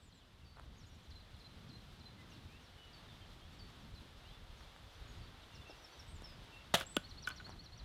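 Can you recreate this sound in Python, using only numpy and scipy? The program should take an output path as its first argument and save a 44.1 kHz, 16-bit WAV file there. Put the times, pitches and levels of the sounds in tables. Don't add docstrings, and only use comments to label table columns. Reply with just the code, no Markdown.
import sys
import numpy as np
from scipy import signal
from scipy.fft import rfft, irfft
from scipy.io import wavfile
from scipy.ndimage import uniform_filter1d

SR = 44100
rng = np.random.default_rng(int(sys.argv[2]) if len(sys.argv) > 2 else 0)


def elevation(decibels):
    levels = np.asarray(decibels, float)
    return 10 ** (levels / 20)


def unload_audio(sound):
    columns = np.transpose(np.atleast_2d(sound))
    steps = np.round(np.clip(columns, -1, 1) * 32767)
    wavfile.write(sys.argv[1], SR, steps.astype(np.int16))


N = 346096

# time_s, level_db
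AIR_SWELL = [(0, -73), (.7, -70.5), (1.9, -66.5), (4.2, -65.5), (6.5, -63.5), (6.9, -65), (7.85, -68)]
# frequency_hz, density_db (per Hz)
LEAF_COLOUR = [(150, -48), (250, -7), (435, -4.5), (1250, -6), (2460, -10.5), (3540, -6.5), (6720, -23.5),
               (14400, -32.5), (15700, -43)]
TREBLE_DB, TREBLE_FOLLOWS = -82.5, 0.81
# time_s, deep_level_db, flutter_db (small eddies against the deep level)
WIND_GUSTS = [(0, -66.5, -0.5), (.5, -62.5, -6.5), (.75, -57, -6.5), (1.3, -59, -10), (1.7, -60, -0.5),
              (2.1, -65, 4.5), (2.75, -66, -1), (3.15, -58.5, -2.5), (3.7, -59, -5.5), (3.88, -57.5, 3),
              (4.1, -61.5, -5), (4.32, -57.5, -7), (4.95, -60, -14.5), (5.2, -51, -6), (5.45, -64, -3),
              (5.6, -54.5, -12), (5.95, -71, 2), (6.01, -55, -16), (6.27, -56, -4.5), (6.47, -60.5, -4),
              (7.62, -58, -5), (7.85, -53.5, -24)]
YARD_T60_S, YARD_DB = 0.29, -12.5

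# time_s (after the phrase begins), pitch_hz, level_db
NEAR_PHRASE = [
    [(0, 3990, -61), (.013, 4355, -48.5), (.022, 4420, -53), (.034, 4540, -82)],
    [(.052, 5850, -69), (.058, 5850, -59.5), (.065, 5570, -64), (.071, 4760, -61), (.080, 4090, -55.5),
     (.093, 3880, -69)],
]
# start_s, first_note_db, second_note_db (both added to the phrase levels)
PHRASE_REPEATS = [(7.036, -2.5, -1.5), (7.171, -7, 4), (7.307, -6.5, 1.5), (7.444, -4, -2.5),
                  (7.585, -6, -1.5), (7.721, -6, -3.5)]
# start_s, peak_hz, level_db
FAR_FLICKS = [(.64, 6500, -83), (.78, 7600, -83), (.869, 7600, -79), (.938, 7900, -81), (1.024, 7600, -81)]
FLICK_S, FLICK_DROP = .03, .3
# start_s, length_s, start_hz, landing_hz, level_db
HOOK_NOTES = [(0.112, 0.024, 6400, 4000, -66), (0.13, 0.041, 9200, 7600, -78), (0.41, .04, 3730, 2700, -69),
              (0.443, 0.11, 6400, 4530, -67.5), (1.103, 0.024, 6850, 3960, -60.5),
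              (1.394, 0.029, 6340, 4050, -60.5), (1.689, 0.031, 6600, 4070, -64),
              (1.994, 0.027, 6570, 4020, -62), (2.925, 0.067, 6380, 4490, -62),
              (3.04, 0.033, 4650, 3750, -70), (3.266, 0.016, 6000, 4180, -66),
              (3.511, 0.031, 5230, 4400, -70), (3.587, 0.09, 6120, 4490, -62),
              (3.946, 0.046, 6420, 4010, -61.5), (4.266, 0.066, 6440, 3980, -66),
              (5.074, 0.049, 7400, 6640, -71), (5.205, 0.073, 5320, 4490, -64.5)]
HOOK_DROP_S, HOOK_FAINT_DB, HOOK_FADE_DB_PER_S = 0.0055, 14, 78
# start_s, length_s, start_hz, end_hz, level_db
GLIDE_NOTES = [(.09, .055, 3070, 3340, -75), (.15, .045, 3900, 4100, -73), (0.168, 0.024, 7410, 6990, -76),
               (0.193, 0.047, 3770, 2680, -76), (0.553, 0.018, 4770, 3960, -71),
               (0.747, .035, 4850, 4700, -79), (0.766, .018, 6650, 6450, -76),
               (.825, .015, 7250, 7200, -79), (.84, .025, 5700, 4750, -75), (0.862, .017, 6750, 6700, -76),
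               (0.892, 0.07, 5900, 5550, -80), (1.058, .02, 4400, 3480, -72),
               (1.154, 0.037, 4120, 4040, -61.5), (1.201, 0.017, 4740, 3750, -66.5),
               (1.227, 0.02, 3970, 4050, -79), (1.338, 0.042, 4390, 3220, -69),
               (1.444, 0.031, 4060, 4100, -59), (1.728, 0.047, 4100, 4130, -61),
               (2.025, .02, 3950, 3450, -74), (2.053, 0.03, 4080, 4060, -58),
               (2.178, .045, 2080, 1994, -67.5), (2.315, 0.017, 2800, 2740, -65),
               (2.49, 0.12, 2330, 2990, -71.5), (2.758, 0.16, 2980, 2910, -67),
               (3.078, 0.045, 3740, 3520, -66.5), (3.112, .03, 3580, 3200, -67),
               (3.11, .03, 4900, 4600, -78), (3.21, 0.044, 3160, 3130, -66), (3.3, .025, 3920, 4200, -70),
               (3.301, 0.024, 4850, 4520, -74), (3.41, 0.063, 3150, 3380, -68.5),
               (3.5, 0.11, 7400, 7700, -86), (4.235, 0.096, 2640, 3510, -67.5),
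               (4.319, .045, 3470, 3500, -67), (4.94, .07, 6000, 5950, -81), (5.16, .028, 6700, 6700, -77),
               (5.41, .035, 4000, 3520, -68), (5.46, .2, 7150, 7300, -88), (5.51, 0.047, 2800, 2780, -69.5),
               (5.55, .03, 4500, 3950, -73), (5.57, .035, 2770, 2770, -70), (5.61, 0.022, 3490, 3530, -63),
               (5.651, 0.1, 2660, 2760, -63.5), (5.895, .055, 4500, 4480, -71),
               (6.23, 0.015, 5700, 5520, -74), (6.241, 0.023, 5460, 5230, -57),
               (6.264, 0.022, 5250, 5090, -67), (6.283, 0.063, 5080, 4920, -69),
               (6.39, .04, 5000, 4980, -88), (6.523, 0.075, 2720, 2700, -59),
               (6.591, 0.039, 2750, 2760, -68), (7.335, 0.13, 6800, 6870, -84)]
GLIDE_ENDS_DB = 7.5
# start_s, hold_s, top_hz, bottom_hz, level_db
FALL_NOTES = [(5.524, .012, 6360, 4700, -64), (5.673, 0.011, 6340, 4840, -61),
              (5.771, 0.067, 5870, 5000, -58.5), (5.921, 0.069, 5940, 5130, -57.5)]
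FALL_HZ_PER_S, HOLD_UNDER_DB = 45000, 16
# time_s (after it begins), pitch_hz, relative_db
STAIR_NOTE = [(0, 6800, -5), (.018, 5800, -7), (.036, 5450, -1.5), (.043, 4860, -15), (.052, 4300, -2),
              (.07, 3550, -6.5), (.095, 3150, -14)]
# start_s, level_db
STAIR_CALLS = [(.782, -64), (2.3, -66.5), (2.617, -68.5), (3.795, -75), (4.577, -67), (4.895, -74)]
# time_s, pitch_hz, level_db
ARCH_NOTES = [
    [(6.072, 7820, -95), (6.082, 7835, -69), (6.102, 8500, -73), (6.122, 8524, -70), (6.148, 7754, -76),
     (6.168, 7097, -67), (6.176, 6967, -84), (6.182, 7065, -90)],
    [(6.852, 6840, -76), (6.862, 7350, -66), (6.868, 7537, -50.5), (6.888, 7900, -77), (6.898, 8040, -56.5),
     (6.926, 7920, -55.5), (6.938, 7760, -73), (6.958, 7380, -52), (6.965, 7300, -64)],
]
# time_s, pitch_hz, level_db
WARBLE_NOTE = [(0.0, 8460, -80), (0.025, 7620, -81), (0.036, 7700, -77), (0.045, 8400, -77),
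               (0.065, 6960, -76), (0.088, 7200, -79), (0.096, 5830, -79)]

# start_s, level_db, centre_hz, length_s
CHIP_CRUNCHES = [(0.56, -64, 1110, 0.13), (4.607, -58, 1512, 0.02), (4.74, -70, 1300, 0.049),
                 (5.696, -53.5, 540, 0.032), (6.974, -60, 3100, 0.048), (7.267, -64, 5000, .005),
                 (7.272, -48.5, 8333, 0.004), (7.273, -56.5, 1500, 0.1), (7.277, -54, 11000, .006),
                 (7.286, -52, 10000, 0.0047), (7.29, -50, 6500, 0.0056), (7.297, -59, 2600, .025),
                 (7.398, -63, 2420, 0.036), (7.464, -61, 1200, 0.14), (7.809, -63, 1160, 0.025)]
# start_s, peak_db, body_hz
CHIP_SNAPS = [(0.571, -44, 1200), (0.5971, -37.5, 1200), (1.366, -62, 9500), (3.703, -58, 7500),
              (4.763, -41.5, 1490), (6.2216, -33.5, 380), (7.467, -42, 1500), (7.494, -34.5, 920),
              (7.502, -45, 1000)]

# mode_hz, level_db, t60_s, thud_follow (dB per dB of thud over knock)
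BILLET_MODES = [(1250, 14.5, 0.013, 0.43), (1481, 1.5, 0.047, -0.18), (1890, -12, 0.016, 0.3),
                (2365, -9.5, 0.02, -0.5), (2800, -3, 0.0085, 0.17), (3025, -1, 0.016, 0.08),
                (3360, -6, 0.017, 0.1), (4400, -21, 0.015, -.1), (5080, -20, 0.013, -0.37),
                (6080, -22, 0.0086, -0.6)]
# start_s, level_db, hardness_db (per octave), thud_db, free_s (ringing until the soil grips it)
BILLET_KNOCKS = [(6.8095, -35, 4, -45, .003), (6.9650, -46, 6, -70, .002), (6.9665, -31, 12, -24, .05),
                 (7.2735, -31.5, 0, -50, .017), (7.2785, -46, 6, -60, .01), (7.2905, -51, 12, -60, .006),
                 (7.3025, -46, 4, -58, .012), (7.309, -45, 1.5, -60, .03), (7.316, -51, -2, -65, .02),
                 (7.3995, -47, -4, -65, .011), (7.409, -55, 5, -58, .004)]
SOIL_LAG_S = .0014
SAG_FROM_HZ, SAG_TO_HZ, SAG_S, SAG_T60_S = 540, 165, .0028, .038
# pitch_hz, level_db (against the thud), t60_s
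PACKED_SOIL = (565, -10, .035)

# start_s, level_db, t60_s, brightness_db (drive of high against other modes)
WOOD_CRACKS = [(6.7395, -32, .03, -6), (6.742, -26, .03, -3), (6.7445, -25, .02, 0),
               (6.7515, -27, .022, -1), (6.757, -39, .02, 1), (6.772, -44, .03, 3), (6.785, -47, .02, 3),
               (6.8005, -52, .012, 14)]
# time_s, level_db
FIBRE_TEARING = [(6.742, -44), (6.78, -49.5), (6.82, -51.5), (6.841, -60), (6.844, -91)]
# mode_hz, width_hz, relative_db
LOG_MODES = [(141, 41, 8), (343, 280, -7.5), (536, 15, 10.5), (663, 116, 9.5), (1400, 1000, 0),
             (1970, 460, -29), (2980, 640, 0), (3850, 780, -3), (5560, 4700, -8), (6960, 8000, -15.5),
             (10800, 2100, -16)]
BLOW_S, BLOW_DB = 6.7415, -6
FIBRES_LOW_DB = -5.5


def times():
    return np.arange(N) / SR


def in_time(rows):
    s, *columns = np.transpose(rows)
    return [np.interp(times(), s, column) for column in columns]


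def rms_one(x):
    return x / np.sqrt(np.mean(x ** 2) + 1e-20)


def band(x, low_hz, high_hz, order=2):
    return signal.sosfilt(signal.butter(order, [low_hz, high_hz], "band", fs=SR, output="sos"), x)


def drift(rate_hz):
    step = 40
    r = np.exp(-2 * np.pi * rate_hz * step / SR)
    white = rng.standard_normal(N // step + 2002)
    slow = signal.lfilter([1], [1, -2 * r, r * r], white)[2000:]
    return np.interp(np.arange(N) / step, np.arange(len(slow)), rms_one(slow))


def ring(clicks, hz, t60):
    r, w = elevation(-60 / (t60 * SR)), 2 * np.pi * hz / SR
    return signal.lfilter([0, np.sin(w)], [1, -2 * r * np.cos(w), r * r], clicks + 1e-18)


def resonate(x, hz, width_hz):
    r = np.exp(-np.pi * width_hz / SR)
    poles = [1, -2 * r * np.cos(2 * np.pi * hz / SR), r * r]
    return signal.lfilter([(1 - r * r) / 2, 0, (r * r - 1) / 2], poles, x)


def grains(per_s, spread_db):
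    size_db = spread_db * np.minimum(rng.exponential(1, N), 5)
    sizes = elevation(size_db) * rng.choice([-1, 1], N)
    return rms_one(sizes * (rng.random(N) < per_s / SR))


def add(out, s, sound):
    i = round(s * SR)
    out[i:i + len(sound)] += sound[:N - i]


def air():
    middle_db, = in_time(AIR_SWELL)
    treble_db = TREBLE_DB + TREBLE_FOLLOWS * (middle_db - middle_db.mean())
    hz, db = np.transpose(LEAF_COLOUR)
    f = np.fft.rfftfreq(N, 1 / SR)
    colour = elevation(np.interp(np.log(f + 1), np.log(hz), db))
    hiss = irfft(rfft(rng.standard_normal(N)) * colour, N)
    low = signal.sosfiltfilt(signal.butter(1, 5000, fs=SR, output="sos"), hiss)
    middle = low / np.std(band(hiss, 500, 2500, order=4))
    treble = (hiss - low) / np.std(band(hiss, 9000, 15000, order=4))
    swelling_middle = elevation(middle_db + .6 * drift(2)) * middle
    return swelling_middle + elevation(treble_db + 1.0 * drift(12)) * treble


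def wind():
    deep_db, eddies_db = in_time(WIND_GUSTS)
    flutter_db = deep_db + eddies_db
    white = rng.standard_normal((2, N))
    deep = rms_one(band(white[0], 28.8, 96.4)) * elevation(deep_db + 2.6 * drift(15.4))
    flutter = signal.lfilter([1], [1, -np.exp(-2 * np.pi * 110 / SR)], band(white[1], 75.0, 292))
    return deep + rms_one(flutter) * elevation(flutter_db + 2.25 * drift(3.6))


def yard(x):
    t = np.arange(SR // 2) / SR
    noise = band(rng.standard_normal(len(t)), 500, 10000, order=1)
    tail = noise * elevation(-60 * t / YARD_T60_S) * (t > .006)
    return signal.fftconvolve(x, tail / np.sqrt(np.sum(tail ** 2)))[:N]


def whistle(note, edge_s=0.0015):
    s, hz, db = np.transpose(note)
    t = np.arange(s[0], s[-1] + edge_s, 1 / SR)
    fade = np.clip(np.minimum(t - t[0], t[-1] - t) / edge_s, 0, 1)
    pitch_hz = uniform_filter1d(np.interp(t, s, hz), size=130)
    level = np.sqrt(2) * elevation(np.interp(t, s, db))
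    return fade * level * np.sin(2 * np.pi * np.cumsum(pitch_hz) / SR)


def hook(s, length, start_hz, landing_hz, db):
    t = np.arange(0, length, .001)
    above = np.exp(-t / HOOK_DROP_S)
    pitch_hz = landing_hz + (start_hz - landing_hz) * above
    level_db = db - HOOK_FAINT_DB * above ** 0.77 - HOOK_FADE_DB_PER_S * t
    return np.transpose([s + t, pitch_hz, level_db])


def glide(s, length, start_hz, end_hz, db):
    u = np.linspace(0, 1, 21)
    level_db = db - GLIDE_ENDS_DB * (2 * u - 1) ** 4
    return np.transpose([s + u * length, start_hz + (end_hz - start_hz) * u, level_db])


def fall(s, hold, top_hz, bottom_hz, db):
    length = (top_hz - bottom_hz) / FALL_HZ_PER_S
    return [(s, top_hz, db - HOLD_UNDER_DB),
            (s + hold, top_hz, db - HOLD_UNDER_DB),
            (s + hold + length / 2, (top_hz + bottom_hz) / 2, db),
            (s + hold + length, bottom_hz, db - 7.0)]


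def flick(hz, db):
    low_hz = hz * (1 - FLICK_DROP)
    return [(0, low_hz, db), (FLICK_S / 2, hz, db), (FLICK_S, low_hz, db)]


def birds():
    far, near = np.zeros((2, N))
    notes = [hook(*row) for row in HOOK_NOTES]
    notes += [glide(*row) for row in GLIDE_NOTES]
    notes += [fall(*row) for row in FALL_NOTES]
    for note in notes + ARCH_NOTES + [WARBLE_NOTE]:
        add(far, note[0][0], whistle(note))
    for s, db in STAIR_CALLS:
        add(far, s, elevation(db) * whistle(STAIR_NOTE))
    for s, hz, db in FAR_FLICKS:
        add(far, s, whistle(flick(hz, db)))
    for s, *levels_db in PHRASE_REPEATS:
        for note, db in zip(NEAR_PHRASE, levels_db):
            add(near, s + note[0][0], elevation(db) * whistle(note))
    return far * elevation(2.4 * drift(55)) + near * elevation(2.2 * drift(70))


def chips():
    out, grit = np.zeros(N), grains(2500, spread_db=4.0)
    for s, db, hz, length in CHIP_CRUNCHES:
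        i, size = round(s * SR), round(length * SR)
        clump = rms_one(band(grit[i:i + size], hz / 2.06, hz * 1.31))
        swell = np.sin(np.pi * np.linspace(0, 1, size) ** 0.29)
        add(out, s, elevation(db) * swell * clump)
    click = signal.unit_impulse(400)
    for s, db, hz in CHIP_SNAPS:
        body = ring(click, hz, 0.0039)
        tick = elevation(-11.5) * band(ring(click, 7700, 0.00074), 5500, 12000)
        add(out, s, -elevation(db) * (body + tick))
    return out


def soil_thud(t):
    cycles = SAG_TO_HZ * t + (SAG_FROM_HZ - SAG_TO_HZ) * SAG_S * (1 - np.exp(-t / SAG_S))
    sag = elevation(-60 * t / SAG_T60_S) * np.sin(2 * np.pi * cycles)
    ring_hz, ring_db, ring_t60 = PACKED_SOIL
    packed = elevation(ring_db - 60 * t / ring_t60) * np.sin(2 * np.pi * ring_hz * t)
    return np.minimum(t / 0.00074, 1) * (sag + packed)


def billet():
    out, t = np.zeros(N), np.arange(SR // 10) / SR
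    hz, mode_db, t60, follows = np.transpose(BILLET_MODES)[:, :, None]
    chance = rng.standard_normal((len(BILLET_KNOCKS), 2, len(BILLET_MODES), 1))
    splinter = band(rng.standard_normal((len(BILLET_KNOCKS), len(t))), 3500, 12700, order=1)
    thud = soil_thud(t)
    for knock, (luck, detune), noise in zip(BILLET_KNOCKS, chance, splinter):
        s, db, hardness, thud_db, free_s = knock
        tilt_db = np.minimum(hardness * np.log2(hz / hz[1]), 13)
        level_db = db + mode_db + tilt_db + follows * (thud_db - db) + 1.5 * luck
        contact = np.minimum(t * hz / 2.8, 1)
        tone = np.sin(2 * np.pi * hz * (1 + .003 * detune) * t)
        modes = contact * elevation(level_db - 60 * t / t60) * tone
        grip = elevation(-3000 * np.maximum(t - free_s, 0))
        crack = elevation(db - 23 + 2.07 * hardness - 4700 * t) * noise
        add(out, s, grip * modes.sum(axis=0) + crack)
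        add(out, s + SOIL_LAG_S, elevation(thud_db) * thud)
    return out


def split():
    i, size = round(WOOD_CRACKS[0][0] * SR), SR // 5
    t = times()[i:i + size]
    dull = elevation(np.interp(t, *np.transpose(FIBRE_TEARING), left=-200))
    bright = dull * elevation(-5.0 - 28 * (t - t[0]))
    for s, db, t60, bright_db in WOOD_CRACKS:
        burst = (t >= s) * elevation(db - 60 * np.maximum(t - s, 0) / t60)
        dull = np.hypot(dull, burst)
        bright = np.hypot(bright, burst * elevation(bright_db))
    blow = elevation(BLOW_DB) * signal.unit_impulse(size, round(BLOW_S * SR) - i)
    fibres = grains(8000, spread_db=3.5)
    out = np.zeros(N)
    for k, (hz, width_hz, db) in enumerate(LOG_MODES):
        own_fibres = fibres[k // 2 * size:][:size]
        drive = own_fibres * (bright if hz > 4500 else dull)
        if hz < 800:
            drive = elevation(FIBRES_LOW_DB) * resonate(drive, hz, 2 * width_hz) + blow
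        sign = (-1) ** k
        add(out, t[0], sign * elevation(db + 13.5) * resonate(drive, hz, width_hz))
    return out


def scene():
    song = birds()
    wood = split() + billet() + chips()
    echoes = yard(elevation(YARD_DB) * song + elevation(-23.0) * wood)
    return (song + wood + echoes + air() + wind())[None]


def low_pass(x):
    return signal.sosfilt(signal.butter(12, 16460, fs=SR, output="sos"), x)


def record(dry):
    return low_pass(dry)


dry = scene()
out = record(dry)
unload_audio(out)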